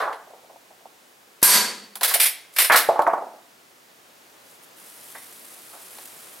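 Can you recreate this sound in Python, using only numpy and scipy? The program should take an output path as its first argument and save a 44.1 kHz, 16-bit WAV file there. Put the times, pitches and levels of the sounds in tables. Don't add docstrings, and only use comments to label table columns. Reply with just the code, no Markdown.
import sys
import numpy as np
from scipy import signal
from scipy.fft import rfft, irfft
from scipy.io import wavfile
from scipy.ndimage import uniform_filter1d

SR = 44100
rng = np.random.default_rng(int(sys.argv[2]) if len(sys.argv) > 2 else 0)


def generate_wav(signal):
    frames = np.transpose(np.atleast_2d(signal))
    scaled = np.clip(frames, -1, 1) * 32767
    pcm = np.round(scaled).astype(np.int16)
    wavfile.write(sys.argv[1], SR, pcm)


N = 282240
AGE = np.arange(SR) / SR

# time_s, level_db
HISS_LEVEL = [(0, -53.5), (3.8, -53), (5.0, -49), (6.4, -47.5)]
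# frequency_hz, level_db
HISS_SPECTRUM = [(25, -32.5), (60, -11), (110, -6.5), (230, 0.5), (400, 2.5), (650, 2), (1000, 0),
                 (2400, -3.5), (7000, -7), (15500, -10.5)]
# frequency_hz, side_minus_mid_db
HISS_WIDTH = [(60, -7), (110, -9), (200, -10.5), (380, -4.5), (700, -1), (1290, 0.5), (2380, -1),
              (4400, -6), (8120, -11), (15000, -49)]
SOURCE_WIDTH = [(60, -14), (150, -22), (400, -17), (700, -14.5), (1300, -11), (2400, -10), (4400, -7.5),
                (8000, -11), (11000, -18), (15000, -24)]
# frequency_hz, t60_s
ROOM_T60 = [(80, 0.43), (200, 0.98), (500, 0.64), (1200, 0.56), (3500, 0.58), (7000, 0.46), (11000, 0.22),
            (15000, 0.094)]
# frequency_hz, gain_db
ROOM_COLOUR = [(60, -5), (160, -14), (205, 6.5), (280, -0.5), (500, -4.5), (2000, -2), (7000, -3.5),
               (15000, 6.5)]

# start_s, length_s, level_db
SLEEVE_SLIDES = [(2.52, 0.11, -46.5), (4.44, 0.12, -53), (4.618, 0.027, -47), (4.758, 0.79, -46),
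                 (5.46, 0.62, -46.5), (5.877, 0.6, -46.5), (5.957, 0.028, -47)]
# frequency_hz, level_db
CLOTH_SPECTRUM = [(300, -15), (1500, -6), (4000, -5.5), (6500, -5.5), (8500, 0.5), (10500, 3), (12500, 0),
                  (15500, -6.5)]

# start_s, level_db, cutoff_hz, t60_s
WOOD_KNOCKS = [(0.002, -25.5, 1430, 0.31), (.0215, -23.5, 1430, 0.39), (.075, -26.5, 1200, 0.28),
               (.495, -45, 880, 0.085), (.5585, -42, 830, 0.039), (.8551, -37.5, 815, 0.039),
               (1.958, -39.5, 1210, .088), (2.015, -27, 1060, 0.058), (2.112, -26, 1820, 0.062),
               (2.153, -23, 820, 0.049), (2.586, -19, 2900, 0.057), (2.6982, -11, 2090, 0.35),
               (2.745, -9.5, 1850, .099), (2.888, -7, 860, 0.075), (2.957, -23.5, 1070, 0.22),
               (3.066, -13.5, 1780, 0.029), (5.15, -37, 2050, 0.074), (5.7327, -44, 1300, 0.22),
               (5.9848, -40.5, 1256, 0.042)]
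# start_s, end_s, first_level_db, last_level_db
SETTLING_TAPS = [(0.257, 0.802, -54, -56), (3.218, 3.36, -34, -54)]
# frequency_hz, level_db
WOOD_SPECTRUM = [(30, -31), (100, -22), (200, -18), (330, -10.5), (480, -4.5), (700, 1.5), (1150, -2.5),
                 (1700, -4), (4000, -10.5), (16000, -16.5)]
# pitch_hz, level_db, t60_s
WOOD_MODES = [(375, -13, .12), (580, -12, .12), (675, -5.5, .16), (770, -6, .15), (900, -9, .12),
              (1110, -4, .14), (1390, -17, .09), (1560, -15, .09)]

# start_s, level_db, tilt_db_per_octave, loss_per_bounce_db
CATCH_SNAPS = [(2.138, -11, 1.5, 9.5), (2.198, -10.5, 2, 2), (2.562, -21.5, -0.5, 4), (2.584, -9.5, 1, 3),
               (5.1492, -40.5, -12.5, 5.5)]
# start_s, level_db, tilt_db_per_octave, t60_s
LEVER_CLACKS = [(0.001, -31.5, -6.5, 0.29), (.128, -34, -7, 0.093), (1.417, -38, 1.5, .1),
                (1.426, -21, -7, .02), (1.9547, -29.5, 3, 0.054), (2.0098, -27, -0.5, .091),
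                (2.0318, -15, 2, 0.13), (2.078, -23.5, 2.5, 0.38), (2.72, -20, -1.5, 0.37),
                (2.7589, -14, 2, 0.19), (3.019, -36, 0.5, 0.052), (5.9842, -41.5, -1.5, 0.056)]
# frequency_hz, level_db
CATCH_SPECTRUM = [(60, -59), (220, -34), (450, -0.5), (1200, 2.5), (2200, 11), (3200, 6), (5000, 4),
                  (6500, -2.5), (8200, 4), (9700, 5), (11500, 4), (13400, 9), (15500, -13)]
LEVER_SPECTRUM = [(60, -45.5), (220, -37), (450, 9), (1000, 5.5), (1700, 11), (2700, 4.5), (4100, 7.5),
                  (6700, -1.5), (8400, 2.5), (9800, 3), (11200, 7), (13000, 3), (15500, -3)]
# pitch_hz, level_db, t60_s
CATCH_MODES = [(2030, -15, 0.12), (2330, -25.5, 0.16), (3660, -13, 0.12), (5390, -11.5, 0.22),
               (9700, 1.5, 0.15), (11000, -3, 0.1), (13700, -12, 0.17), (13500, -26, 0.14)]
LEVER_MODES = [(900, -13, .08), (3350, -17, .07), (4130, -16, .1), (8280, -17, .1), (11060, -11, .19),
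               (11150, -10.5, .22), (12279, -19, .15), (14000, -16, .14)]

# frequency_hz, level_db
BLAST_SPECTRUM = [(60, -19), (130, -8.5), (205, -7.5), (300, -13), (450, 2.5), (650, -1), (1050, 4.5),
                  (2000, 4), (3000, 1.5), (4500, 6.5), (7000, 6.5), (9500, 11.5), (12700, 13.5),
                  (16000, -4.5)]
# pitch_hz, level_db, t60_s
BARREL_MODES = [(985, -18, .46), (1620, -18, .46), (4527, -16.5, .58), (5060, -22, .45), (5706, -23, .42),
                (8490, -14, .4), (9179, -11.5, .35), (12480, -8, .3), (12690, -6.5, .32)]


def from_db(db):
    return 10 ** (np.asarray(db) / 20)


def at_hz(table, hz):
    frequencies, values = np.transpose(table)
    return np.interp(np.log(np.maximum(hz, 1)), np.log(frequencies), values)


def decay(t60):
    return from_db(-60 * AGE / t60)


def add(out, start_s, sound):
    start = round(start_s * SR)
    out[:, start:start + len(AGE)] += sound[..., :N - start]


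def noise(colour=np.zeros_like, size=len(AGE), width=SOURCE_WIDTH):
    hz = np.fft.rfftfreq(size, 1 / SR)
    mid, side = rfft(rng.standard_normal((2, size))) * from_db(colour(hz))
    side = side * from_db(at_hz(width, hz))
    return unit_rms(irfft([mid + side, mid - side], size))


def unit_rms(x):
    return x / np.sqrt(np.mean(x ** 2) + 1e-20)


def coloured(x, colour):
    size = x.shape[-1]
    log_gain = np.log(from_db(colour(np.fft.rfftfreq(size, 1 / SR))))
    cepstrum = irfft(log_gain, size)
    cepstrum[1:size // 2] *= 2
    cepstrum[size // 2 + 1:] = 0
    return irfft(rfft(x) * np.exp(rfft(cepstrum, size)), size)


def cluster(hz, width_hz, count=9):
    partials_hz = hz + width_hz * (np.arange(count) + rng.random(count) - count / 2) / count
    cycles = partials_hz[:, None] * AGE + rng.random((count, 1))
    return np.sin(2 * np.pi * cycles).sum(axis=0) * np.sqrt(2 / count)


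def ringing(modes, gain_db, width_hz):
    return sum(from_db(db + gain_db(hz)) * cluster(hz, width_hz) * decay(t60) for hz, db, t60 in modes)


def blow(colour, t60, ring, rise_s):
    rise = 1 - np.exp(-AGE / rise_s)
    envelope = rise * decay(t60)
    burst = unit_rms(coloured(noise() * envelope, colour)) * np.sqrt(np.mean(envelope ** 2))
    return burst + ring * rise ** 2


def bounce_times(start_s, gap_s, ratio, count):
    return start_s + np.append(0, np.cumsum(gap_s * ratio ** np.arange(count - 1)))


def rebound_level(db, loss_db, hard_blow_db=-25, sticking=0.99):
    return db - loss_db - sticking * max(hard_blow_db - db, 0)


def hiss():
    level_db = np.interp(np.arange(N) / SR, *np.transpose(HISS_LEVEL))
    return from_db(level_db) * noise(lambda hz: at_hz(HISS_SPECTRUM, hz), size=N, width=HISS_WIDTH)


def room(x, build_s=0.0087):
    white, tail = noise(), 0
    edges_hz = np.geomspace(50, 18000, 15)
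    for low, high in zip(edges_hz, edges_hz[1:]):
        band = signal.sosfilt(signal.butter(2, [low, high], "band", fs=SR, output="sos"), white)
        tail = tail + band * decay(at_hz(ROOM_T60, np.sqrt(low * high)))
        white = noise()
    tail = coloured(tail * (1 - np.exp(-AGE / build_s)), lambda hz: at_hz(ROOM_COLOUR, hz))
    response = unit_rms(tail) / np.sqrt(len(AGE))
    return signal.fftconvolve(x.mean(axis=0)[None], response, axes=1)[:, :N]


def slide(start_s, length_s, attack_s=0.013, swell_db=3.5, release_t60_s=0.1):
    age = np.maximum(np.arange(N) / SR - start_s, 0)
    arch_db = swell_db * (np.sin(np.pi * np.minimum(age / length_s, 1)) - 1)
    release_db = -60 * np.maximum(age - length_s, 0) / release_t60_s
    return (1 - np.exp(-age / attack_s)) * from_db(arch_db + release_db)


def sleeve(grain_db=2):
    grain = unit_rms(uniform_filter1d(rng.standard_normal(N), size=200))
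    power = sum((from_db(db) * slide(start, length)) ** 2 for start, length, db in SLEEVE_SLIDES)
    friction = noise(lambda hz: at_hz(CLOTH_SPECTRUM, hz), size=N)
    return np.sqrt(power) * from_db(grain_db * grain) * friction


def rocking(first_db=-8.5, loss_db=1.77, cutoff_hz=1130, t60_s=0.085):
    times = bounce_times(start_s=2.992, gap_s=0.08, ratio=0.75, count=5)
    return [(s, first_db - loss_db * k ** 2, cutoff_hz, t60_s) for k, s in enumerate(times)]


def settling_taps(gap_s=0.049, spread_db=5.5, cutoff_hz=770, t60_s=0.19):
    for start, end, first_db, last_db in SETTLING_TAPS:
        for s in np.arange(start, end, gap_s):
            db = np.interp(s, [start, end], [first_db, last_db]) + spread_db * rng.standard_normal()
            yield s + gap_s * (rng.random() - 0.5), db, cutoff_hz, t60_s


def wood_contacts(rebound_s=0.027, rebound_t60_s=0.24):
    for s, db, cutoff_hz, t60 in WOOD_KNOCKS + rocking():
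        yield s, db, cutoff_hz, t60
        yield s + rebound_s, rebound_level(db, loss_db=17.5), cutoff_hz, rebound_t60_s
    yield from settling_taps()


def padded_contact(hz, cutoff_hz, bass_db=-14, tick_db=-35):
    bass_shelf = 1 - (1 - from_db(bass_db) ** 2) / (1 + (hz / (0.59 * cutoff_hz)) ** 4)
    roll_off = 1 + (hz / cutoff_hz) ** 9.6
    return 10 * np.log10(bass_shelf / roll_off + from_db(tick_db) ** 2)


def stock(ring_db=-6):
    out = np.zeros((2, N))
    for s, db, cutoff_hz, t60 in wood_contacts():
        contact = lambda hz: padded_contact(hz, cutoff_hz)
        ring = ringing(WOOD_MODES, lambda hz: ring_db + contact(hz), width_hz=24.7)
        knock = blow(lambda hz: at_hz(WOOD_SPECTRUM, hz) + contact(hz), t60, ring, rise_s=0.00039)
        add(out, s, from_db(db) * knock)
    return out


def steel(contacts, spectrum, modes, rise_s, width_hz, pivot_hz=8000):
    out = np.zeros((2, N))
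    for s, db, db_per_octave, t60, ring_db in contacts:
        tilt = lambda hz: db_per_octave * np.log2(np.maximum(hz, 1000) / pivot_hz)
        ring = ringing(modes, lambda hz: ring_db + tilt(hz), width_hz)
        clack = blow(lambda hz: at_hz(spectrum, hz) + tilt(hz), t60, ring, rise_s)
        add(out, s, from_db(db) * clack)
    return out


def catch(t60_s=0.084, loosening=1.29, ring_db=-13, ring_growth_db=2):
    contacts = []
    for start, db, tilt, loss_db in CATCH_SNAPS:
        for k, s in enumerate(bounce_times(start, gap_s=0.0135, ratio=1.35, count=4)):
            t60 = t60_s * loosening ** k
            contacts.append((s, db - k * loss_db, tilt, t60, ring_db + k * ring_growth_db))
    return steel(contacts, CATCH_SPECTRUM, CATCH_MODES, rise_s=0.0031, width_hz=185)


def lever(rebound_s=0.014, pressed_ring_db=-30, free_ring_db=-6):
    contacts = []
    for s, db, tilt, t60 in LEVER_CLACKS:
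        contacts.append((s, db, tilt, t60, pressed_ring_db))
        contacts.append((s + rebound_s, rebound_level(db, loss_db=3), tilt, t60, free_ring_db))
    return steel(contacts, LEVER_SPECTRUM, LEVER_MODES, rise_s=0.00015, width_hz=92)


def shot(start_s=1.428, blast_db=13.1, ring_db=-6.5, thump_db=2, thump_hz=330, pulse_db=35):
    report, outgoing = np.zeros((2, 2, N))
    colour = lambda hz: at_hz(BLAST_SPECTRUM, hz)
    barrel = ringing(BARREL_MODES, lambda hz: ring_db, width_hz=60)
    blast = blow(colour, t60=0.13, ring=barrel, rise_s=0.0023)
    thump = np.cos(2 * np.pi * thump_hz * AGE) * decay(t60=0.012)
    pulse = coloured(1.0 * (AGE == 0), colour)
    add(report, start_s, from_db(blast_db) * blast + from_db(thump_db) * thump)
    add(outgoing, start_s, from_db(pulse_db) * pulse / np.linalg.norm(pulse))
    return report, outgoing


def scene(handling_to_room_db=-14, left_minus_right_db=-1.2):
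    report, pulse = shot()
    action = from_db(2.5) * (lever() + catch())
    handling = action + from_db(1) * stock()
    background = hiss()
    reflections = room(pulse + from_db(handling_to_room_db) * handling)
    pan = from_db(left_minus_right_db * np.array([[0.5], [-0.5]]))
    return background + reflections + sleeve() + pan * handling + report


def limiter(x, threshold_db=-10.5, release_db_per_s=170, attack_s=0.00082):
    power = uniform_filter1d(np.mean(x ** 2, axis=0), size=220)
    excess_db = np.maximum(10 * np.log10(np.maximum(power, 1e-12)) - threshold_db, 0)
    recovery_db = release_db_per_s * np.arange(N) / SR
    cut_db = np.maximum.accumulate(excess_db + recovery_db) - recovery_db
    pole = np.exp(-1 / (attack_s * SR))
    return x * from_db(-signal.lfilter([1 - pole], [1, -pole], cut_db))


def record(dry, low_cut_hz=75, top_cut_hz=15900):
    high_pass = signal.butter(2, low_cut_hz, "high", fs=SR, output="sos")
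    low_pass = signal.ellip(10, 0.1, 80, top_cut_hz, fs=SR, output="sos")
    lean = signal.sosfilt(high_pass, limiter(dry))
    return signal.sosfilt(low_pass, np.clip(lean, -1, 1))


dry = scene()
out = record(dry)
generate_wav(out)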